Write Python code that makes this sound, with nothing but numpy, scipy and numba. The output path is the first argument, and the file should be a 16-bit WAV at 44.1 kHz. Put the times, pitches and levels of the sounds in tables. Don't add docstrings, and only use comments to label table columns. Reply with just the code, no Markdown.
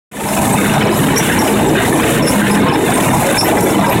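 import sys
import numpy as np
from scipy import signal
from scipy.fft import rfft, irfft, next_fast_len
from scipy.io import wavfile
from scipy.ndimage import uniform_filter1d, minimum_filter1d
from numba import njit

SR = 44100
rng = np.random.default_rng(int(sys.argv[2]) if len(sys.argv) > 2 else 0)


def waveform_to_disk(signal):
    frames = np.transpose(np.atleast_2d(signal))
    scaled = np.clip(frames, -1, 1) * 32767
    samples = np.round(scaled).astype(np.int16)
    wavfile.write(sys.argv[1], SR, samples)


N = 176400
TOP_HZ = 15750


def undb(db):
    return 10 ** (np.asarray(db) / 20)


def unit(x):
    return x / np.sqrt(np.mean(x ** 2) + 1e-18)


def curve(table, column=1):
    rows = np.array(table)
    return np.interp(np.arange(N) / SR, rows[:, 0], rows[:, column])


def colour(x, spectrum):
    size = next_fast_len(2 * N)
    hz, db = np.array(spectrum).T
    bins_hz = np.maximum(np.arange(size // 2 + 1) * SR / size, 1)
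    magnitude = undb(np.interp(np.log(bins_hz), np.log(hz), db))
    cepstrum = irfft(np.log(magnitude), size)
    cepstrum[1:size // 2] *= 2
    cepstrum[size // 2 + 1:] = 0
    return unit(irfft(rfft(x, size) * np.exp(rfft(cepstrum)), size)[:N])


def walk(bandwidth_hz):
    hz = np.arange(N // 2 + 1) * SR / N
    return unit(irfft(rfft(rng.standard_normal(N)) * np.exp(-(hz / bandwidth_hz) ** 2), N))


def impacts(per_s, spread_db):
    occurs = rng.random(N) < per_s / SR
    size = undb(spread_db * np.clip(rng.standard_normal(N), -2, 2))
    sign = np.sign(rng.standard_normal(N))
    return unit(occurs * sign * size)


def envelope(t, rise_s, t60_s):
    return (1 - np.exp(-t / rise_s)) * np.exp(-np.log(1000) * t / t60_s)


def hall(x, wet_db, t60_s=1):
    t = np.arange(SR) / SR
    tail = rng.standard_normal(SR) * envelope(t, rise_s=0.011, t60_s=t60_s)
    return x + undb(wet_db) * signal.fftconvolve(x, tail / np.linalg.norm(tail))[:N]


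def add(out, start_s, sound):
    i = int(np.clip(start_s * SR, 0, N - 1))
    out[i:i + len(sound)] += sound[:N - i]


def knocks(low_hz, high_hz, t60_s, contact_s, spread_db, count, modes=4):
    out, t = np.zeros(N), np.arange(SR // 8) / SR
    decay = envelope(t, contact_s, t60_s)
    for when, size, *positions in rng.random((count, 2 + modes)):
        hz = low_hz + (high_hz - low_hz) * np.array(positions)[:, None]
        ring = np.sin(2 * np.pi * hz * t).sum(0) * decay
        add(out, when * N / SR, ring * undb(spread_db * size))
    return unit(out)


def strikes(blows, gain_db, t60_s, contact_s, detune):
    out, t = np.zeros(N), np.arange(SR // 3) / SR
    decay = envelope(t, contact_s, t60_s)
    for start_s, level_db, pitch_hz in blows:
        modes_hz = pitch_hz * (1 + detune * (2 * rng.random((5, 1)) - 1))
        phases = 2 * np.pi * (modes_hz * t + rng.random(modes_hz.shape))
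        ring = unit(np.sin(phases).sum(0) * decay) * np.std(decay)
        add(out, start_s, ring * undb(level_db + gain_db))
    return out


def link_chirps():
    return undb(-41) * knocks(4930, 5850, t60_s=0.039, contact_s=0.0036, spread_db=14, count=80, modes=2)


def drive_hum():
    # time_s, level_db
    swells = [(.65, -17), (.85, -18.5), (1.03, -19.5), (1.42, -46), (1.49, -16), (1.59, -14), (1.66, -39),
              (2.28, -34), (2.38, -12.5), (2.62, -16), (2.7, -33), (3.42, -24.5), (3.7, -24.5),
              (3.81, -11.5), (3.93, -34)]
    pitch_hz = 205.2 * (1 + 0.0246 * walk(24.6))
    phase = 2 * np.pi * np.cumsum(pitch_hz) / SR
    return unit(np.sin(phase)) * undb(curve(swells) - 0.5)


def steel_squeaks():
    # start_s, length_s, pitch_hz, glide_fraction, level_db, octave_db
    slips = [(0.284, 0.013, 5250, 0.025, -22.5, -1), (0.523, .013, 8420, -0.019, -11, -30),
             (0.97, 0.021, 11900, -0.056, -21, -30), (0.982, 0.048, 9800, -0.019, -25, -30),
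             (1.161, 0.025, 5670, 0.068, -10.5, -14), (1.387, 0.013, 5620, -0.043, -14, -3.5),
             (1.664, 0.022, 7700, -0.026, -23, -30), (1.927, 0.022, 10800, 0.033, -17, -30),
             (2.22, 0.016, 5490, -0.054, -18.5, -15), (2.265, 0.028, 5340, 0.041, -17, 0),
             (2.509, 0.012, 5100, 0.027, -19, 4.5), (2.734, 0.0092, 5200, 0.035, -25.5, -4),
             (2.935, 0.0085, 8930, -0.021, -7.5, -30), (3.321, 0.0061, 10500, 0.045, -14, -36),
             (3.376, 0.029, 5350, 0.02, -5, -8.5), (3.436, 0.02, 12700, -0.012, -16, -30),
             (3.624, 0.02, 5620, 0.039, -28.5, 7.5), (3.896, 0.035, 12830, 0.015, -21, -26)]
    edge_s, jitter_fraction, rasp_db = 0.004, 0.013, 3
    out, t = np.zeros(N), np.arange(SR // 8) / SR
    jitter, rasp = jitter_fraction * walk(770), rasp_db * walk(540)
    for start_s, length_s, pitch_hz, glide, level_db, octave_db in slips:
        here = (int(start_s * SR) + np.arange(len(t))) % N
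        sweep = glide * (np.minimum(t / length_s, 1) - .5)
        phase = 2 * np.pi * np.cumsum(pitch_hz * (1 + sweep + jitter[here])) / SR
        gate = np.minimum(t / edge_s, 1) * np.exp(-np.maximum(t - length_s, 0) / edge_s)
        tone = np.sin(phase) + (2 * pitch_hz < TOP_HZ) * undb(octave_db) * np.sin(2 * phase)
        add(out, start_s, tone * gate * undb(level_db - 1.5 + rasp[here]))
    return hall(out, wet_db=-5.5, t60_s=0.13)


def sliding_chain():
    # time_s, level_db
    surges = [(0.38, -20), (0.54, -20), (0.71, -25), (0.89, -33.5), (0.99, -22), (1.14, -28.5),
              (1.2, -21.5), (1.39, -26), (1.44, -22.5), (1.58, -27.5), (1.69, -28), (1.74, -30),
              (1.87, -22.5), (2.05, -25.5), (2.11, -19), (2.22, -29.5), (2.32, -22), (2.46, -29),
              (2.52, -23), (2.7, -36), (2.78, -30.5), (2.97, -20), (3.09, -23), (3.53, -22), (3.58, -28.5),
              (3.7, -23.5), (3.82, -32), (3.9, -25.5), (4.0, -27)]
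    # frequency_hz, gain_db
    spectrum = [(3500, -12.5), (4800, -6), (5400, -3.5), (6100, 0), (7400, 6), (8700, 6.5), (9700, 5.5),
                (10800, 6), (12000, 2.5), (13500, -2.5), (15700, -4)]
    # start_s, level_db
    scuffs = [(.478, -13.5), (.925, -29), (1.18, -11), (2.31, -17), (2.499, -30), (2.946, -31), (3.31, -17),
              (3.607, -14)]
    flutter_db, scuff_decay_s = 0.5, 0.0096
    friction = rng.standard_normal(N) * undb(flutter_db * walk(30))
    hiss = colour(friction, spectrum) * undb(curve(surges) + 0.7)
    bursts, t = np.zeros(N), np.arange(SR // 4) / SR
    for start_s, level_db in scuffs:
        add(bursts, start_s, undb(level_db) * np.exp(-t / scuff_decay_s))
    return hiss + bursts * colour(rng.standard_normal(N), spectrum)


def tearing_bark():
    # time_s, level_db
    levels = [(0.38, -17.5), (.85, -19.5), (1.3, -18.5), (1.74, -22.5), (1.79, -14.5), (1.99, -20),
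              (2.12, -15.5), (2.28, -21), (2.38, -21.5), (2.45, -17.5), (2.58, -20), (2.79, -21),
              (2.95, -16), (3.17, -23), (3.35, -14.5), (3.41, -21), (3.51, -16), (3.6, -23), (3.77, -17.5),
              (3.87, -20.5), (4.0, -16.5)]
    # frequency_hz, gain_db
    spectrum = [(700, -26.5), (1150, -1.5), (1400, 0.5), (1720, 3), (2100, 0.5), (2550, 0), (2830, -4),
                (2980, -1), (3200, -9), (3950, -0.5), (4200, -4.5), (4800, -16), (6000, -54), (12000, -85)]
    cracks = impacts(per_s=7000, spread_db=5.5) * undb(2 * walk(27))
    rattle = knocks(1022.5, 3723, t60_s=0.057, contact_s=0.0013, spread_db=9, count=520)
    tearing = hall(cracks + undb(-1) * rattle, wet_db=-4.5)
    return colour(tearing, spectrum) * undb(curve(levels) - 1)


def machine_roar():
    # time_s, frame_db, housing_db, plates_db
    levels = [(.2, -14.5, -15, -16.5), (.38, -14.5, -20, -11), (.55, -11, -16.5, -14.5),
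              (1.05, -15.5, -16, -19.5), (1.4, -14, -17, -18), (1.55, -19.5, -15, -15.5),
              (1.7, -13, -13.5, -18.5), (2.28, -13.5, -14, -15), (2.38, -14.5, -17.5, -20),
              (2.78, -15, -15, -19.5), (3.0, -13.5, -13, -13), (3.19, -9, -22.5, -14.5),
              (3.28, -16, -11.5, -18), (3.45, -10, -18.5, -14), (3.56, -14, -14.5, -7.5),
              (3.64, -14, -12.5, -19), (3.8, -15.5, -18.5, -14.5), (4.0, -9.5, -16, -11)]
    # frequency_hz, gain_db
    frame_response = [(20, -31), (40, -18), (60, -8), (80, -7.5), (105, -1), (145, 2.5), (225, -1),
                      (270, -0.5), (400, -33), (2000, -81.5)]
    # frequency_hz, gain_db
    housing_response = [(150, -27), (220, -3), (260, -2), (315, 1), (360, 0), (470, -2), (580, -11),
                        (700, -15), (1000, -49)]
    # frequency_hz, gain_db
    plate_response = [(400, -42), (560, -7.5), (640, -3), (720, -6), (830, -4), (980, -3.5), (1080, -10.5),
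                      (1300, -16), (2200, -43.5)]
    shaking = impacts(per_s=980, spread_db=1.5) * undb(3.7 * walk(58))
    thuds = knocks(183.9, 770.5, t60_s=0.08, contact_s=0.019, spread_db=5, count=300)
    thuds += undb(7.5) * rng.standard_normal(N)
    clanks = knocks(498.2, 1413, t60_s=0.065, contact_s=0.0037, spread_db=8, count=300)
    clanks += undb(8) * rng.standard_normal(N)
    frame = colour(shaking, frame_response) * undb(curve(levels, 1) - 1.7)
    housing = colour(hall(thuds, wet_db=-10), housing_response) * undb(curve(levels, 2) + 1.03)
    plates = colour(hall(clanks, wet_db=-10), plate_response) * undb(curve(levels, 3) - 0.97)
    return frame + housing + plates


def log_blows():
    # start_s, level_db, pitch_hz
    housing_blows = [(.86, -7, 532), (1.11, -2, 136), (1.655, -2.5, 414), (1.71, -2, 301), (1.94, -1, 311),
                     (2.18, -2, 246), (2.225, -3, 553), (2.56, 0, 286), (2.775, -4, 391), (3.17, -3, 150.6),
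                     (3.245, 0, 569), (3.895, -8, 526)]
    # start_s, level_db, pitch_hz
    plate_blows = [(0.586, -4.5, 1375), (.737, -10, 1482), (0.968, -16, 947), (1.205, -10, 3060),
                   (1.296, -4, 1699), (1.606, -8, 822), (1.657, -4.5, 825), (1.775, -5.5, 1680),
                   (1.952, -3, 688.5), (2.416, -2, 1554), (2.497, -4.5, 930), (2.66, -3, 1012),
                   (2.723, -2, 863), (2.883, -1, 756), (3.059, -9, 2440), (3.146, -3, 768), (3.521, 2, 751),
                   (3.891, -9, 895)]
    thuds = strikes(housing_blows, gain_db=-3, t60_s=0.14, contact_s=0.004, detune=0.0926)
    clanks = strikes(plate_blows, gain_db=-7.5, t60_s=0.13, contact_s=0.00075, detune=0.1433)
    return hall(thuds + clanks, wet_db=-4)


def scene():
    debarker = machine_roar() + log_blows() + drive_hum() + tearing_bark()
    conveyor = sliding_chain() + steel_squeaks() + link_chirps()
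    return (debarker + conveyor)[None]


@njit
def follow(x, release):
    out, peak = np.empty(len(x)), 0.
    for i in range(len(x)):
        peak = max(abs(x[i]), peak * release)
        out[i] = peak
    return out


def record(dry):
    # time_s, gain
    fade = [(.113, 0), (.118, 0.078), (.2, 0.39), (.3, 0.65), (.38, 1.)]
    threshold_db, attack_s, release_s = -4, 0.0013, 0.017
    split_hz, treble_smooth_s = 7900, 0.0088
    peak = follow(dry[0], np.exp(-1 / (release_s * SR)))
    gain = np.minimum(1, undb(threshold_db) / (peak + 1e-9))
    window = int(attack_s * SR) + 1
    gain = uniform_filter1d(minimum_filter1d(gain, window), window)
    treble_gain = uniform_filter1d(gain, int(treble_smooth_s * SR) + 1)
    low = signal.sosfiltfilt(signal.butter(4, split_hz, fs=SR, output="sos"), dry)
    limited = low * gain + (dry - low) * treble_gain
    band_limit = signal.ellip(10, .2, 80, TOP_HZ, fs=SR, output="sos")
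    return signal.sosfilt(band_limit, limited * curve(fade))


dry = scene()
out = record(dry)
waveform_to_disk(out)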